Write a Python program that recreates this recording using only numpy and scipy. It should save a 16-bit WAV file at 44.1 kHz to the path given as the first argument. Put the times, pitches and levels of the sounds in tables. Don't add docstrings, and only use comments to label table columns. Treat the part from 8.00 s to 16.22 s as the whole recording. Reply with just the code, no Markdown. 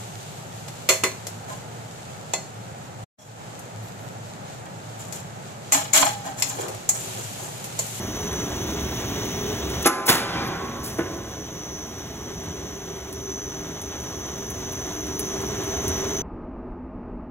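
import sys
import numpy as np
from scipy import signal
from scipy.fft import rfft, irfft, next_fast_len
from scipy.io import wavfile
from scipy.ndimage import uniform_filter1d, minimum_filter1d

SR = 44100
rng = np.random.default_rng(int(sys.argv[2]) if len(sys.argv) > 2 else 0)


def unload_audio(sound):
    columns = np.transpose(np.atleast_2d(sound))
    steps = np.round(np.clip(columns, -1, 1) * 32767)
    wavfile.write(sys.argv[1], SR, steps.astype(np.int16))


N = 362502
TIME = np.arange(N) / SR
FREQ = np.fft.rfftfreq(2 * next_fast_len(N // 2 + 1), 1 / SR)

# (frequency [Hz], level if anvil is struck [dB], level if seat is struck [dB], t60 [s])
HOPPER_MODES = [(332.2, -11.5, 2.5, 0.19), (390, 2.5, -1, 0.048), (470, -2, 0.5, 0.058),
                (551, -32.5, -25, 2.3), (655, -9, -0.5, 0.1), (748, -25, -21, 0.86),
                (811, -1.5, -19, 0.096), (850, -19.5, -31, 0.66), (1032, -14.5, -17, 0.66),
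                (1194, -8, -30, 0.17), (1274, -17, -20, 0.32), (1324, -5, -31, 0.14),
                (1473, -15, -14, 0.18), (1488, -20, -20, 0.4), (1620, -22, -27, 0.3),
                (1683, -20, -25, 0.32), (1750, -26, -19, 0.3), (2124, -24, -33, 0.43),
                (2506, -15, -26, 0.15), (2750, -25, -35, 0.18)]
# (frequency [Hz], relative density [dB/Hz])
CLATTER_SPECTRUM = [(60, -34), (200, 1), (370, 10), (600, -12.5), (1400, -2.5), (2600, -4), (4200, -9.5),
                    (5300, -6.5), (6400, -3), (8000, -12.5), (11200, 1), (12500, -14), (16000, -23)]
# (time [s], ring [dB], clatter [dB], clatter t60 [s],
# contact low-pass corner [Hz], place struck [0 anvil - 1 seat])
BLOWS = [(1.857, 8.5, 5, 0.13, 23700, 0.041), (2.09, -19, -8, 0.49, 2600, 0.3),
         (2.983, -12.5, -12, 0.17, 1700, 1), (3.056, -28, -21, 0.12, 2000, 1)]
# (time [s], level [dB], rise [s], t60 [s], low edge [Hz], high edge [Hz])
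VENTS = [(1.822, -12, 0.0044, 0.042, 8000, 14000), (1.843, -7, 0.012, .04, 2200, 3600),
         (2.057, 6.5, 0.01, 0.18, 9500, 22000), (2.074, 8, 0.0167, 0.27, 282, 22000),
         (2.83, -13.5, 0.015, 0.37, 4800, 22000)]
# (frequency [Hz], relative density [dB/Hz])
VENT_SPECTRUM = [(60, 23.5), (200, 14), (500, 6), (1400, 4.5), (2800, -0.2), (4500, -1), (7000, -2.5),
                 (11000, -2), (16000, -6)]
# (time [s], frequency [Hz], level [dB])
WHISTLE_TRACK = [(2.36, 1074, -49), (2.47, 1087, -33), (2.8, 1114, -36), (2.88, 1122, -50)]
# (time [s], frequency [Hz], level [dB])
MOAN_TRACK = [(2.55, 221.3, -50), (2.73, 234, -32.5), (2.86, 250, -53), (2.98, 251, -43)]
# (time [s], level [dB])
SQUEAK_LEVEL = [(2.38, -76), (2.43, -39), (2.48, -24), (2.56, -79)]
# (frequency [Hz], relative level [dB])
SQUEAK_PARTIALS = [(4660, -17), (9320, -9), (11650, -14), (13980, -14)]

# (frequency [Hz], relative level [dB], swell time [s], swell gain [dB], half width [s])
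SWITCHING_TONES = [(5636, -14, 7.5, 2, 1), (5733, -9, 4.6, 4, 0.7), (5883, 1, 4, 2.5, 1),
                   (5977, 0, 6.4, 3, 1.2), (6025, 1, 0.25, 8, 0.3), (6078, -7, 4.5, -3, 1.5),
                   (6125, -1.5, 7.9, 4, 0.7), (6175, -6, 8, 2, 0.5), (6272, -14, 5.5, 4, 0.9),
                   (6320, -14, 6, 3, 1), (6465, -10, 6.1, 4.5, 1.2), (9946, -26, 7.6, 11, 1.2),
                   (11854, -21, 7.8, 5, 1)]
# (frequency [Hz], relative density [dB/Hz])
CASING_SPECTRUM = [(5000, -17.5), (5700, 4), (6030, 3), (6350, 3), (7200, -11.5), (9600, -61), (9930, -1),
                   (10300, -36), (11500, -30), (11900, -9), (12500, -41)]
# (time [s], gain [dB], half width [s])
WHINE_SWELLS = [(.15, -2, 0.2), (2.7, -2, 0.69), (3.5, 1.5, 0.22), (5.4, 2.5, 0.22), (7.08, -2.5, 0.09),
                (7.3, 3, 0.1), (7.63, -2, .17)]
# (time [s], gain [dB], half width [s])
TONE_DIPS = [(1.0, -1, 1.4)]
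CASING_SWELLS = [(0.9, 2.5, 1.2)]
STRIDE_S, STRIDE_CREST_S, STRIDE_DB, WALK_ENDS_S = 0.827, 4.57, 1.3, 6.47

# (frequency [Hz], relative density [dB/Hz])
RUMBLE_SPECTRUM = [(20, -27), (36, -18), (52, -3.5), (72, 3.5), (120, 0.5), (145, -5), (170, 0), (235, -2),
                   (320, -2), (350, -5), (440, -5.5), (500, -19), (800, -58)]
DUCT_SPECTRUM = [(250, -7), (480, 3), (660, 2), (850, 0.5), (1050, 0), (1500, -4.5), (2050, -5),
                 (2500, -10), (2900, -6.5), (3700, -6), (5000, -15.5), (8000, -12.5), (16000, -136)]
NOZZLE_SPECTRUM = [(2000, -20), (3000, 4), (5100, -1.5), (5700, 14), (6500, 11.5), (7500, -13), (9300, -6),
                   (11000, 3.5), (11600, 0.5), (12100, 9), (12700, -2), (14500, -1.5), (15600, -0.5)]
# (frequency [Hz], level re rumble [dB])
HUMS = [(70, -14), (124, -11.5), (161, -13), (301.5, -10.5), (372, -11.5), (647, -20.5), (662, -18.5),
        (684, -23)]
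# (time [s], gain [dB], half width [s])
RUMBLE_SWELLS = [(.3, 0, 0.26), (7.15, -1.1, 0.29), (7.92, 2.5, 0.052)]
LOWER_FAN_SWELLS = [(1.6, 9, 0.33), (3.3, -20, 0.18), (5, 7, 0.73), (7.7, 9, 0.48)]
UPPER_FAN_SWELLS = [(.35, 6.1, 0.11), (1.5, 11.3, 0.16)]
DUCT_SWELLS = [(.15, -1, 0.13), (7.2, -2, 0.13), (7.8, 1.5, 0.15)]
LOWER_FAN_HZ, UPPER_FAN_HZ = 390.7, 421.4

# (time [s], level [dB])
LEAK_LEVEL = [(0, -54), (1.0, -38), (1.84, -40.5), (1.9, -90)]
# (frequency [Hz], relative density [dB/Hz])
LEAK_SPECTRUM = [(1800, 1.5), (3600, 7.5), (4800, -5), (6050, 4), (7200, -7), (11600, -33), (12130, 4),
                 (12500, -12), (15300, -12), (15700, 6), (16000, -10)]
# (time [s], level [dB], ring frequency [Hz])
TICKS = [(0.329, -35, 9850), (1.699, -33, 10000), (2.984, -28, 10500), (4.4344, -35, 9950),
         (5.127, -24.5, 9800), (5.8153, -27, 10500), (6.0332, -34, 11200), (6.2622, -35, 12000),
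         (6.3784, -35, 11800), (6.5026, -25.5, 11600), (6.7221, -29, 11400), (6.9491, -37, 11400),
         (7.0678, -35, 9850), (7.193, -17, 10700), (7.4135, -31, 11800), (7.637, -32, 11100),
         (7.88, -22, 9700)]
# (frequency [Hz], t60 [s])
HALL_DECAY = [(60, 9.8), (250, 1.9), (1000, 2.13), (2000, 1.82), (4000, 1.38), (8000, 0.7), (16000, 0.041)]
# (frequency [Hz], left lead [rad], diffuse share [dB], left minus right [dB])
PORTS = [(90, .03, -36, 0), (200, .2, -24, 0), (390, .48, -15, -1.1), (750, .5, -12, -1.3),
         (1550, .42, -12, -.3), (2500, 1.75, -7, -.3), (3500, 1.6, -10, 0), (4750, 3.14, -21, 0),
         (6000, 4.95, -14, 0), (6900, 6.28, -14, 0), (8900, 9.42, -21, 0), (11050, 12.57, -12, 0),
         (13100, 15.71, -22, 0), (15200, 18.85, -13, 0)]
TOP_HZ = 15750


def undb(db):
    return 10 ** (np.asarray(db) / 20)


def unit(x):
    return x / np.sqrt(np.mean(x ** 2))


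def over_time(rows):
    time_s, *columns = np.transpose(rows)
    return [np.interp(TIME, time_s, c) for c in columns]


def over_freq(rows):
    hz, *columns = np.transpose(rows)
    return [np.interp(np.log(FREQ + 1), np.log(hz), c) for c in columns]


def shape(x, gain):
    return irfft(rfft(x, 2 * (len(FREQ) - 1)) * gain)[:N]


def noise(spectrum):
    return unit(shape(rng.standard_normal(N), undb(over_freq(spectrum)[0])))


def drift(rate_hz):
    return unit(shape(rng.standard_normal(N), np.exp(-(FREQ / rate_hz) ** 2) * (FREQ > 0)))


def grain(depth_db, rate_hz):
    return unit(undb(depth_db * drift(rate_hz)))


def fade(start_s, t60_s, rise_s):
    envelope = np.zeros(N)
    sounding = slice(int(start_s * SR), int((start_s + rise_s + 2 * t60_s) * SR))
    age_s = TIME[sounding] - start_s
    decay = np.exp(-np.log(1000) * np.maximum(age_s - rise_s, 0) / t60_s)
    envelope[sounding] = np.clip(age_s / rise_s, 0, 1) * decay
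    return envelope


def tone(hz, scatter, rate_hz):
    knots_s = np.arange(0, N / SR + 1, 1 / rate_hz)
    echo = rng.standard_normal((800, 2))[:len(knots_s)]
    angle = 2 * np.pi * (np.cumsum(hz * np.ones(N)) / SR + rng.random())
    in_phase, quadrature = (scatter * np.interp(TIME, knots_s, part) for part in echo.T)
    return unit((1 + in_phase) * np.cos(angle) + quadrature * np.sin(angle))


def along_walk(start_db, db_per_s, swells=()):
    bells_db = sum(db * np.exp(-((TIME - s) / width_s) ** 2) for s, db, width_s in swells)
    return start_db + db_per_s * TIME + bells_db


def hammer(spread_s=0.0084, clatter_rise_s=0.006):
    out, age_s = np.zeros(N), TIME[:int(2 * SR)]
    for start_s, ring_db, clatter_db, clatter_t60_s, corner_hz, seat in BLOWS:
        ring = np.zeros(len(age_s))
        for hz, anvil_db, seat_db, t60_s in HOPPER_MODES:
            mode_db = anvil_db + seat * (seat_db - anvil_db) - 60 * age_s / t60_s
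            ring += undb(mode_db) * np.sin(2 * np.pi * (hz * age_s + rng.random()))
        first = int(start_s * SR)
        out[first:first + len(age_s)] += undb(ring_db) * ring * np.minimum(age_s / spread_s, 1)
        contact = 1 / np.hypot(1, (FREQ / corner_hz) ** 2)
        clatter = shape(noise(CLATTER_SPECTRUM), contact) * grain(depth_db=2.5, rate_hz=180)
        out += undb(clatter_db) * clatter * fade(start_s, clatter_t60_s, clatter_rise_s)
    return out


def vents():
    out = np.zeros(N)
    for start_s, db, rise_s, t60_s, low_hz, high_hz in VENTS:
        band = FREQ ** 2 / (FREQ ** 2 + low_hz ** 2) / np.hypot(1, (FREQ / high_hz) ** 2)
        air = shape(noise(VENT_SPECTRUM), band) * grain(depth_db=2.0, rate_hz=195)
        out += undb(db) * fade(start_s, t60_s, rise_s) * air
    return out


def whistle(track, waver, flutter_db):
    hz, db = over_time(track)
    angle = 2 * np.pi * np.cumsum(hz * (1 + waver * drift(29.0))) / SR
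    blowing = (TIME > track[0][0]) & (TIME < track[-1][0])
    return blowing * undb(db + flutter_db * drift(15)) * unit(np.sin(angle))


def squeak():
    db, = over_time(SQUEAK_LEVEL)
    clock_s = np.cumsum(1 + 0.0027 * drift(60)) / SR
    partials = sum(undb(tone_db) * np.sin(2 * np.pi * hz * clock_s) for hz, tone_db in SQUEAK_PARTIALS)
    sounding = db > SQUEAK_LEVEL[0][1] + 3
    return undb(db + 1.5 * drift(40)) * sounding * partials


def motor():
    walking = np.clip((WALK_ENDS_S - TIME) / 0.1, 0, 1)
    sway_db = STRIDE_DB * np.cos(2 * np.pi * (TIME - STRIDE_CREST_S) / STRIDE_S) * walking
    whine_db = along_walk(-44, 0.88, WHINE_SWELLS) + sway_db
    doppler = 1 + 0.00033 * (1 + walking) * drift(3.0)
    tones = np.zeros(N)
    for hz, db, swell_s, swell_db, width_s in SWITCHING_TONES:
        level_db = along_walk(db, 0, [(swell_s, swell_db, width_s)])
        fading = undb(0.5 * drift(1.06))
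        tones += undb(level_db) * unit(fading * tone(hz * doppler, scatter=0.68, rate_hz=12))
    tones *= undb(along_walk(-3.5, 0, TONE_DIPS))
    casing = undb(along_walk(-4.5, 0, CASING_SWELLS)) * noise(CASING_SPECTRUM)
    return undb(whine_db) * (tones + casing)


def fans():
    hums = sum(undb(db) * tone(hz, scatter=1.17, rate_hz=8) for hz, db in HUMS)
    rumble = undb(0.81 * drift(1.6)) * noise(RUMBLE_SPECTRUM)
    lower = undb(along_walk(-46.5, 0.74, LOWER_FAN_SWELLS)) * tone(LOWER_FAN_HZ, scatter=2.2, rate_hz=34)
    upper = undb(along_walk(-45, 0.3, UPPER_FAN_SWELLS)) * tone(UPPER_FAN_HZ, scatter=0.85, rate_hz=12)
    return undb(along_walk(-32.5, -0.058, RUMBLE_SWELLS)) * (rumble + hums) + lower + upper


def ducts():
    return undb(along_walk(-35.5, 0.0043, DUCT_SWELLS) + 1.09 * drift(22.0)) * noise(DUCT_SPECTRUM)


def nozzle():
    return undb(along_walk(-40, -0.018) + 1.14 * drift(39)) * noise(NOZZLE_SPECTRUM)


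def leak():
    db, = over_time(LEAK_LEVEL)
    return undb(db + 0.5 * drift(14)) * noise(LEAK_SPECTRUM)


def ticks(width_hz=2200, body_db=-13, tail_db=-11, size=8192):
    out, freq_hz = np.zeros(N), np.fft.rfftfreq(size, 1 / SR)
    for start_s, db, hz in TICKS:
        resonance = 1 / np.hypot(1, 2 * (freq_hz - hz) / width_hz)
        colour = resonance + undb(body_db) * freq_hz / (freq_hz + 3000)
        grit = np.resize(unit(irfft(rfft(rng.standard_normal(size)) * colour)), N)
        crack = fade(start_s, t60_s=0.023, rise_s=0.00025)
        tail = undb(tail_db) * fade(start_s, t60_s=0.045, rise_s=0.011)
        out += undb(db) * grit * (crack + tail)
    return out


def hall(x, wet_db):
    t60_s, = over_freq(HALL_DECAY)
    octave = np.log2(np.clip(FREQ, 62.5, 16000) / 62.5)
    white, response = rng.standard_normal(N), np.zeros(N)
    for k in range(9):
        band = np.maximum(1 - abs(octave - k), 0)
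        band_t60_s = np.average(t60_s, weights=band)
        response += shape(white, band) * fade(0.0012, band_t60_s, rise_s=0.0025)
    return undb(wet_db) * signal.fftconvolve(x, response / np.sqrt(SR))[:N]


def bounced(x, t60_s):
    response = rng.standard_normal(N) * fade(0, t60_s, rise_s=0.0069)
    return signal.fftconvolve(x, response / np.linalg.norm(response))[:N]


def scene():
    air_line = whistle(WHISTLE_TRACK, waver=0.0018, flutter_db=0.5)
    air_line += whistle(MOAN_TRACK, waver=0.0507, flutter_db=4.0)
    knocks = hammer() + vents() + air_line + squeak() + ticks()
    field = motor() + fans() + ducts() + nozzle() + leak() + hall(knocks, wet_db=2.5)
    lead_rad, diffuse_db, pan_db = over_freq(PORTS)
    diffuse = shape(bounced(knocks, t60_s=0.041) + bounced(field, t60_s=0.081), undb(diffuse_db))
    ports = []
    for side in (1, -1):
        response = undb(side * pan_db / 2) * np.exp(0.5j * side * lead_rad)
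        ports.append(shape(knocks + field + side * diffuse, response))
    return np.array(ports)


def recover(room_db, hold_s, release_db_per_s):
    half = int(hold_s * SR / 2)
    held_db = minimum_filter1d(room_db, 2 * half + 1, origin=half, mode="nearest")
    climb_db = release_db_per_s * TIME
    return climb_db + np.minimum.accumulate(held_db - climb_db)


def limiter(x, ceiling_db, slow_depth_db):
    room_db = np.minimum(ceiling_db - 20 * np.log10(abs(x).max(axis=0) + 1e-9), 0)
    fast_db = recover(room_db, hold_s=0.18, release_db_per_s=63)
    slow_db = recover(np.maximum(room_db, slow_depth_db), hold_s=3.3, release_db_per_s=2.5)
    gain_db = minimum_filter1d(np.minimum(fast_db, slow_db), size=200)
    return x * undb(uniform_filter1d(gain_db, size=200))


def record(dry):
    limited = limiter(dry, ceiling_db=-0.3, slow_depth_db=-6.5)
    low_pass = signal.ellip(10, 0.1, 60, TOP_HZ, fs=SR, output="sos")
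    return signal.sosfiltfilt(low_pass, limited)


dry = scene()
out = record(dry)
unload_audio(out)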